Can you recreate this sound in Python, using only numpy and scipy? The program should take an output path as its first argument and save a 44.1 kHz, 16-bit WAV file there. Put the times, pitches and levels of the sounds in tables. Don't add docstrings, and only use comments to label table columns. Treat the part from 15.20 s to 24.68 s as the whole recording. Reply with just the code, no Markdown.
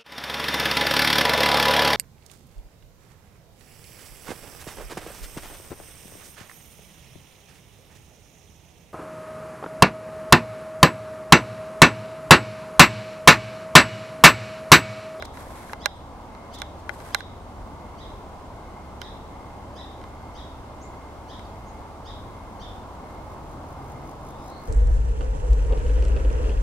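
import sys
import numpy as np
from scipy import signal
from scipy.fft import rfft, irfft, next_fast_len
from scipy.io import wavfile
from scipy.ndimage import map_coordinates

SR = 44100
rng = np.random.default_rng(int(sys.argv[2]) if len(sys.argv) > 2 else 0)


def digitize_waveform(pressure):
    field = np.atleast_2d(pressure).T
    bounded = np.clip(field, -1, 1)
    quanta = np.round(bounded * 32767).astype(np.int16)
    wavfile.write(sys.argv[1], SR, quanta)


N = 418068


def amp(db):
    return 10 ** (np.asarray(db) / 20)


def unit(x):
    return x / np.sqrt(np.mean(x ** 2) + 1e-20)


def clock():
    return np.arange(N) / SR


def bell(t, centre, width):
    return np.exp(-((t - centre) / width) ** 2 / 2)


def along(points, hz):
    known_hz, values = np.transpose(points)
    return np.interp(np.log(hz + 1), np.log(known_hz + 1), values)


def wobble(rate, samples=N):
    points = rng.standard_normal(int(samples * rate / SR) + 4)
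    return map_coordinates(points, [np.arange(samples) / SR * rate])


def cycles(hz):
    return 2 * np.pi * np.cumsum(hz) / SR


def filtered(x, response):
    size = next_fast_len(N + 8192)
    return irfft(rfft(x, size) * response(np.fft.rfftfreq(size, 1 / SR)), size)[..., :N]


def add(track, start_s, sound):
    at = round(start_s * SR)
    part = sound[..., max(-at, 0):N - at]
    track[..., max(at, 0):max(at, 0) + part.shape[-1]] += part


def rush(spectrum, left_lead_s=0):
    # frequency_hz, likeness (1 = the same)
    alike = [(60, 0.93), (130, 0.85), (290, 0.91), (640, 0.86), (1410, 0.57), (3100, 0.06), (6820, 0.034),
             (15000, -0.2)]
    spread = lambda hz: np.arccos(np.clip(along(alike, hz), -1, 1)) / 2
    colour = lambda hz: amp(along(spectrum, hz)) * [np.cos(spread(hz)), np.sin(spread(hz))]
    mid, side = filtered(rng.standard_normal((2, N)), colour)
    return unit(np.array([mid + side, np.roll(mid - side, round(left_lead_s * SR))]))


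def trees(call, echo_db, fade_s, side_db):
    t = np.arange(SR * 3 // 4) / SR
    mid, side = rng.standard_normal((2, len(t))) * amp(-60 * t / fade_s) * (1 - np.exp(-t / 0.0009))
    paths = np.array([mid + amp(side_db) * side, mid - amp(side_db) * side])
    paths *= amp(echo_db) / np.linalg.norm(paths[0])
    paths[:, 0] += 1
    heard = signal.fftconvolve(call[None], paths, axes=1)
    return heard * np.linalg.norm(call) / np.linalg.norm(heard[0])


def traffic(drone_hz=73.9, waver_hz=0.615):
    # frequency_hz, level_db
    rumble_tone = [(15, -13), (28, 0.5), (44, 4.5), (60, 2), (80, -11.5), (90, 4.5), (99, -5.5),
                   (110, -0.5), (125, -4), (150, -8), (300, -12), (600, -44.5)]
    tyre_tone = [(90, -6.5), (180, -2), (280, -1.5), (420, -4.5), (650, -2), (850, -1), (1050, -2.5),
                 (1300, -10), (1600, -17), (2000, -26.5), (3000, -58)]
    hiss_tone = [(800, -3.5), (2000, 5), (3000, 4), (5000, -0.5), (7500, -4), (10000, -7.5), (13000, -12.5),
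                 (15500, -48)]
    # nearest_s, width_s, pitch_hz, level_db
    engines = [(2.2, 0.72, 91.7, -51.5), (4.7, 1.1, 107.6, -54), (7.8, 1.2, 92.1, -54),
               (8.8, 0.42, 134.9, -49.5)]
    t = clock()
    rumble = amp(-46 + 0.18 * t + 0.8 * wobble(4.4)) * rush(rumble_tone)
    busy_db = 2 * bell(t, centre=8.56, width=1.04)
    wash = amp(-42 + busy_db + 0.17 * wobble(11)) * rush(tyre_tone, left_lead_s=0.0001)
    hum = lambda hz: np.sqrt(2) * np.sin(cycles(hz + waver_hz * wobble(5)))
    swell_db = 3 * bell(t, centre=5.55, width=0.74)
    drone = amp(-50 + swell_db + 1.8 * wobble(3.5)) * hum(drone_hz)
    passing = sum(amp(db) * bell(t, at_s, width_s) * hum(hz) for at_s, width_s, hz, db in engines)
    return rumble + wash + drone + passing + amp(-58) * rush(hiss_tone)


def cricket(pitch_hz=2110, width_hz=82, trill_at_s=4.256, every_s=0.746):
    song = rush([(pitch_hz - 4 * width_hz, -50), (pitch_hz - width_hz, -4), (pitch_hz, 0),
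                 (pitch_hz + width_hz, -4), (pitch_hz + 4 * width_hz, -50)])
    beat_db = 3 * np.tanh(2 * np.cos(2 * np.pi * (clock() - trill_at_s) / every_s))
    return amp(-64 + beat_db + 0.69 * wobble(8.5)) * song


def insect_rasp(phrase_s=0.1935, phrase_end_s=8.914, stroke_gap_s=0.019, full_s=9.4, rise_db_per_s=7):
    # frequency_hz, level_db
    wing_tone = [(3500, -5), (6500, 8), (10800, 3), (13000, -3), (15500, -6)]
    t = clock()
    to_end_s = (phrase_end_s - t + stroke_gap_s) % phrase_s - stroke_gap_s
    strokes_left = np.maximum(np.round(to_end_s / stroke_gap_s), 0)
    strokes = amp(-1.5 * strokes_left) * bell(to_end_s, strokes_left * stroke_gap_s, width=0.002)
    blur = amp(-11) * bell(to_end_s, stroke_gap_s, width=0.04)
    warm_up_db = -51 - rise_db_per_s * np.maximum(full_s - t, 0)
    song = amp(warm_up_db) * (strokes + blur) * rush(wing_tone)[0]
    return np.array([np.roll(song, 3), song])


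def small_bird():
    # start_s, length_s, from_hz, to_hz, relative_db
    lisps = [(0.755, .02, 8500, 8200, -62), (2.208, 0.018, 8200, 8500, -65),
             (5.603, 0.057, 5900, 7660, -56), (6.448, 0.069, 6100, 6900, -64),
             (6.248, 0.013, 5000, 4300, -57), (9.015, 0.35, 3380, 4000, -66),
             (9.157, 0.15, 4970, 5100, -68), (9.261, 0.18, 3990, 4450, -59.5)]
    out = np.zeros((2, N))
    for start_s, length_s, from_hz, to_hz, db in lisps:
        progress = np.linspace(0, 1, int(length_s * SR))
        glide_hz = from_hz + (to_hz - from_hz) * progress
        quiver = 1 + 0.04 * wobble(600, len(progress))
        note = np.sin(np.pi * progress) * np.sin(cycles(glide_hz * quiver))
        add(out, start_s, trees(2 * amp(db) * note, echo_db=1.5, fade_s=0.35, side_db=3))
    return out


def sparrow(rise_s=0.019, hold_s=0.048, fall_s=0.023, arch_depth=0.25):
    # start_s, relative_db, top_pitch_hz
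    chirps = [(-0.06, -46.5, 1927), (0.597, -44.5, 1920), (1.312, -46, 1892), (1.917, -44, 1960),
              (2.774, -49, 1880), (3.803, -46, 1950), (4.551, -45.5, 1948), (5.142, -46.5, 1946),
              (6.077, -47.5, 1882), (6.846, -45, 1923), (7.393, -44.5, 1816)]
    # middle_s, width_s
    arches = [(.043, .018), (.09, .014)]
    # frequency_hz, gain_db
    throat = [(1500, -18), (1850, -8), (2600, -8), (3100, -2.5), (3900, 2.5), (4450, -9), (5150, -1.5),
              (5750, -10), (6250, -9), (7200, -25)]
    out, t = np.zeros((2, N)), np.arange(SR // 8) / SR
    effort = np.minimum(t / rise_s, 1) * np.exp(-np.maximum(t - rise_s - hold_s, 0) / fall_s)
    beak_db = -14.5 + 20 * bell(t, 0, width=0.026)
    bumps = np.max([bell(t, middle_s, width_s) for middle_s, width_s in arches], axis=0)
    tune = 1 - arch_depth * (1 - bumps)
    for start_s, db, top_hz in chirps:
        quiver, grate, drift = (wobble(rate, len(t)) for rate in (900, 600, 40))
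        pitch_hz = top_hz * tune * (1 + 0.033 * quiver + 0.012 * drift)
        phase = cycles(pitch_hz)
        voice = sum(amp(along(throat, k * pitch_hz) + beak_db * (k > 2)) * np.sin(k * phase)
                    for k in range(1, 5))
        chirp = amp(db + 1 + 2.5 * grate) * effort * voice
        add(out, start_s, trees(chirp, echo_db=5.5, fade_s=0.58, side_db=0.5))
    return out


def finger_scuffs(grain_db=3):
    # middle_s, level_db, width_s
    scuffs = [(0.023, -51, 0.0022), (0.054, -40.5, 0.0038), (1.35, -44.5, 0.0089), (1.389, -44, .003),
              (1.402, -44, .002), (1.595, -57.5, 0.011)]
    # frequency_hz, level_db
    skin_tone = [(1500, -10), (4000, 7.5), (6000, 4), (9000, -1), (13000, -7), (16000, -12)]
    t = clock()
    pressure = sum(amp(db) * bell(t, middle_s, width_s) for middle_s, db, width_s in scuffs)
    return pressure * unit(rush(skin_tone) * amp(grain_db * wobble(1300)))


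def lens_motor(grain_db=1.5, flutter_db=1.7, ramp_s=0.012):
    # start_s, end_s, level_db
    runs = [(0.137, 0.54, -50.5), (1.692, 1.79, -55.5), (1.785, 2.01, -50.5)]
    # frequency_hz, level_db
    gear_tone = [(500, -32), (1400, 16), (2200, 12), (2900, 3.5), (3800, 6), (4600, 3.5), (7000, 2.5),
                 (8200, 6), (9200, 3), (11400, 5.5), (13300, -1), (14200, -14), (16000, -4)]
    t = clock()
    running = sum(amp(db) * np.clip(np.minimum(t - start_s, end_s - t) / ramp_s + 0.5, 0, 1)
                  for start_s, end_s, db in runs)
    return running * unit(rush(gear_tone) * amp(grain_db * wobble(400) + flutter_db * wobble(40.9)))


def camera_clicks(part_fade_s=0.021, crack_fade_s=0.02, crack_hz=1100):
    # start_s, level_db, brightness_hz, left_minus_right_db, part_pitch_hz, part_relative_db
    clicks = [(0.0235, -21.5, 1990, -3, 616, -8), (0.0516, -40, 7000, -3, 610, -6),
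              (0.172, -32.5, 1800, 0, 970, 3.5), (0.496, -40.5, 2970, 2, 1600, 7),
              (0.5328, -20.5, 1500, 0, 890, 0.5), (0.6584, -8.5, 6600, -6, 1700, -13),
              (1.1499, -42, 3480, -2, 950, -10), (1.418, -23, 7050, -7.5, 3490, -2.5),
              (1.6931, -14, 794, 8.5, 1465, -2.5), (1.802, -35, 3000, 3, 2080, -10),
              (1.9465, -9.5, 7000, -6.5, 1580, -13), (2.006, -29, 2570, -9, 1560, -1),
              (3.8163, -29, 7840, -8, 3100, -2.5), (4.8142, -45, 4000, 0, 3120, -6),
              (4.8394, -41, 4500, 0, 3150, -10), (6.194, -40.5, 4460, 3, 3100, -6)]
    # pitch_hz, level_db, fade_s (to fall 60 dB), left_minus_right_db
    shell = [(597, -14, 0.039, -2.5), (810, -15.5, 0.058, -3.5), (1100, -8, 0.011, -11),
             (1443, -11, 0.033, -12.5), (1625, -7, 0.026, -7), (2052, -12.5, 0.029, 23),
             (2320, -7, 0.017, 5), (2780, -13, 0.019, -5), (3150, -17.5, 0.03, 9), (3985, -6, 0.011, -17),
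             (4300, -6, 0.005, -2), (5340, -5.5, 0.0071, -10), (6130, -8, 0.0096, 0), (7000, -9, 0.01, -1),
             (8990, -9, 0.0074, 12), (10400, -13, 0.0093, -2), (11750, -14, .009, 2), (12450, -11, .009, 2),
             (13500, -18, .008, 6)]
    out, t = np.zeros((2, N)), np.arange(SR // 12) / SR
    hz, note_db, fade_s, note_pan_db = np.transpose(shell)[:, :, None]
    sides = np.array([[0.5], [-0.5]])
    swing = np.pi * np.arange(len(hz))[:, None]
    onset = 1 - np.exp(-t / 0.00018)
    for start_s, db, bright_hz, pan_db, part_hz, part_db in clicks:
        strength = amp(note_db + rng.normal(0, 1, hz.shape) + sides[:, None] * note_pan_db)
        strength /= np.hypot(1, hz / bright_hz)
        phase = swing + 0.58 * rng.standard_normal((2, len(hz), 1))
        ring = np.sum(strength * amp(-60 * t / fade_s) * np.sin(2 * np.pi * hz * t + phase), axis=1)
        band = signal.butter(2, [crack_hz, min(crack_hz + bright_hz, SR / 3)], "band", fs=SR)
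        noise = signal.lfilter(*band, rng.standard_normal((2, len(t))))
        crack = amp(-11 - 60 * t / crack_fade_s) * noise
        part = amp(part_db - 60 * t / part_fade_s) * np.sin(2 * np.pi * part_hz * t)
        add(out, start_s, amp(db + sides * pan_db) * (ring + crack + part) * onset)
    low_cut = signal.butter(3, 400, "high", fs=SR, output="sos")
    return signal.sosfilt(low_cut, out)


def scene():
    camera = camera_clicks() + lens_motor() + finger_scuffs()
    return camera + sparrow() + small_bird() + traffic() + cricket() + insect_rasp()


def record(dry, threshold=0.37, max_dip_db=3, recovery_s=0.23, top_hz=15800):
    excess = np.maximum(np.abs(dry).max(axis=0) - threshold, 0)
    held = signal.lfilter([1], [1, -np.exp(-1 / (recovery_s * SR))], excess)
    gain = amp(-max_dip_db * np.tanh(held / 6))
    return filtered(np.clip(dry * gain, -1, 1), lambda hz: hz < top_hz)


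dry = scene()
out = record(dry)
digitize_waveform(out)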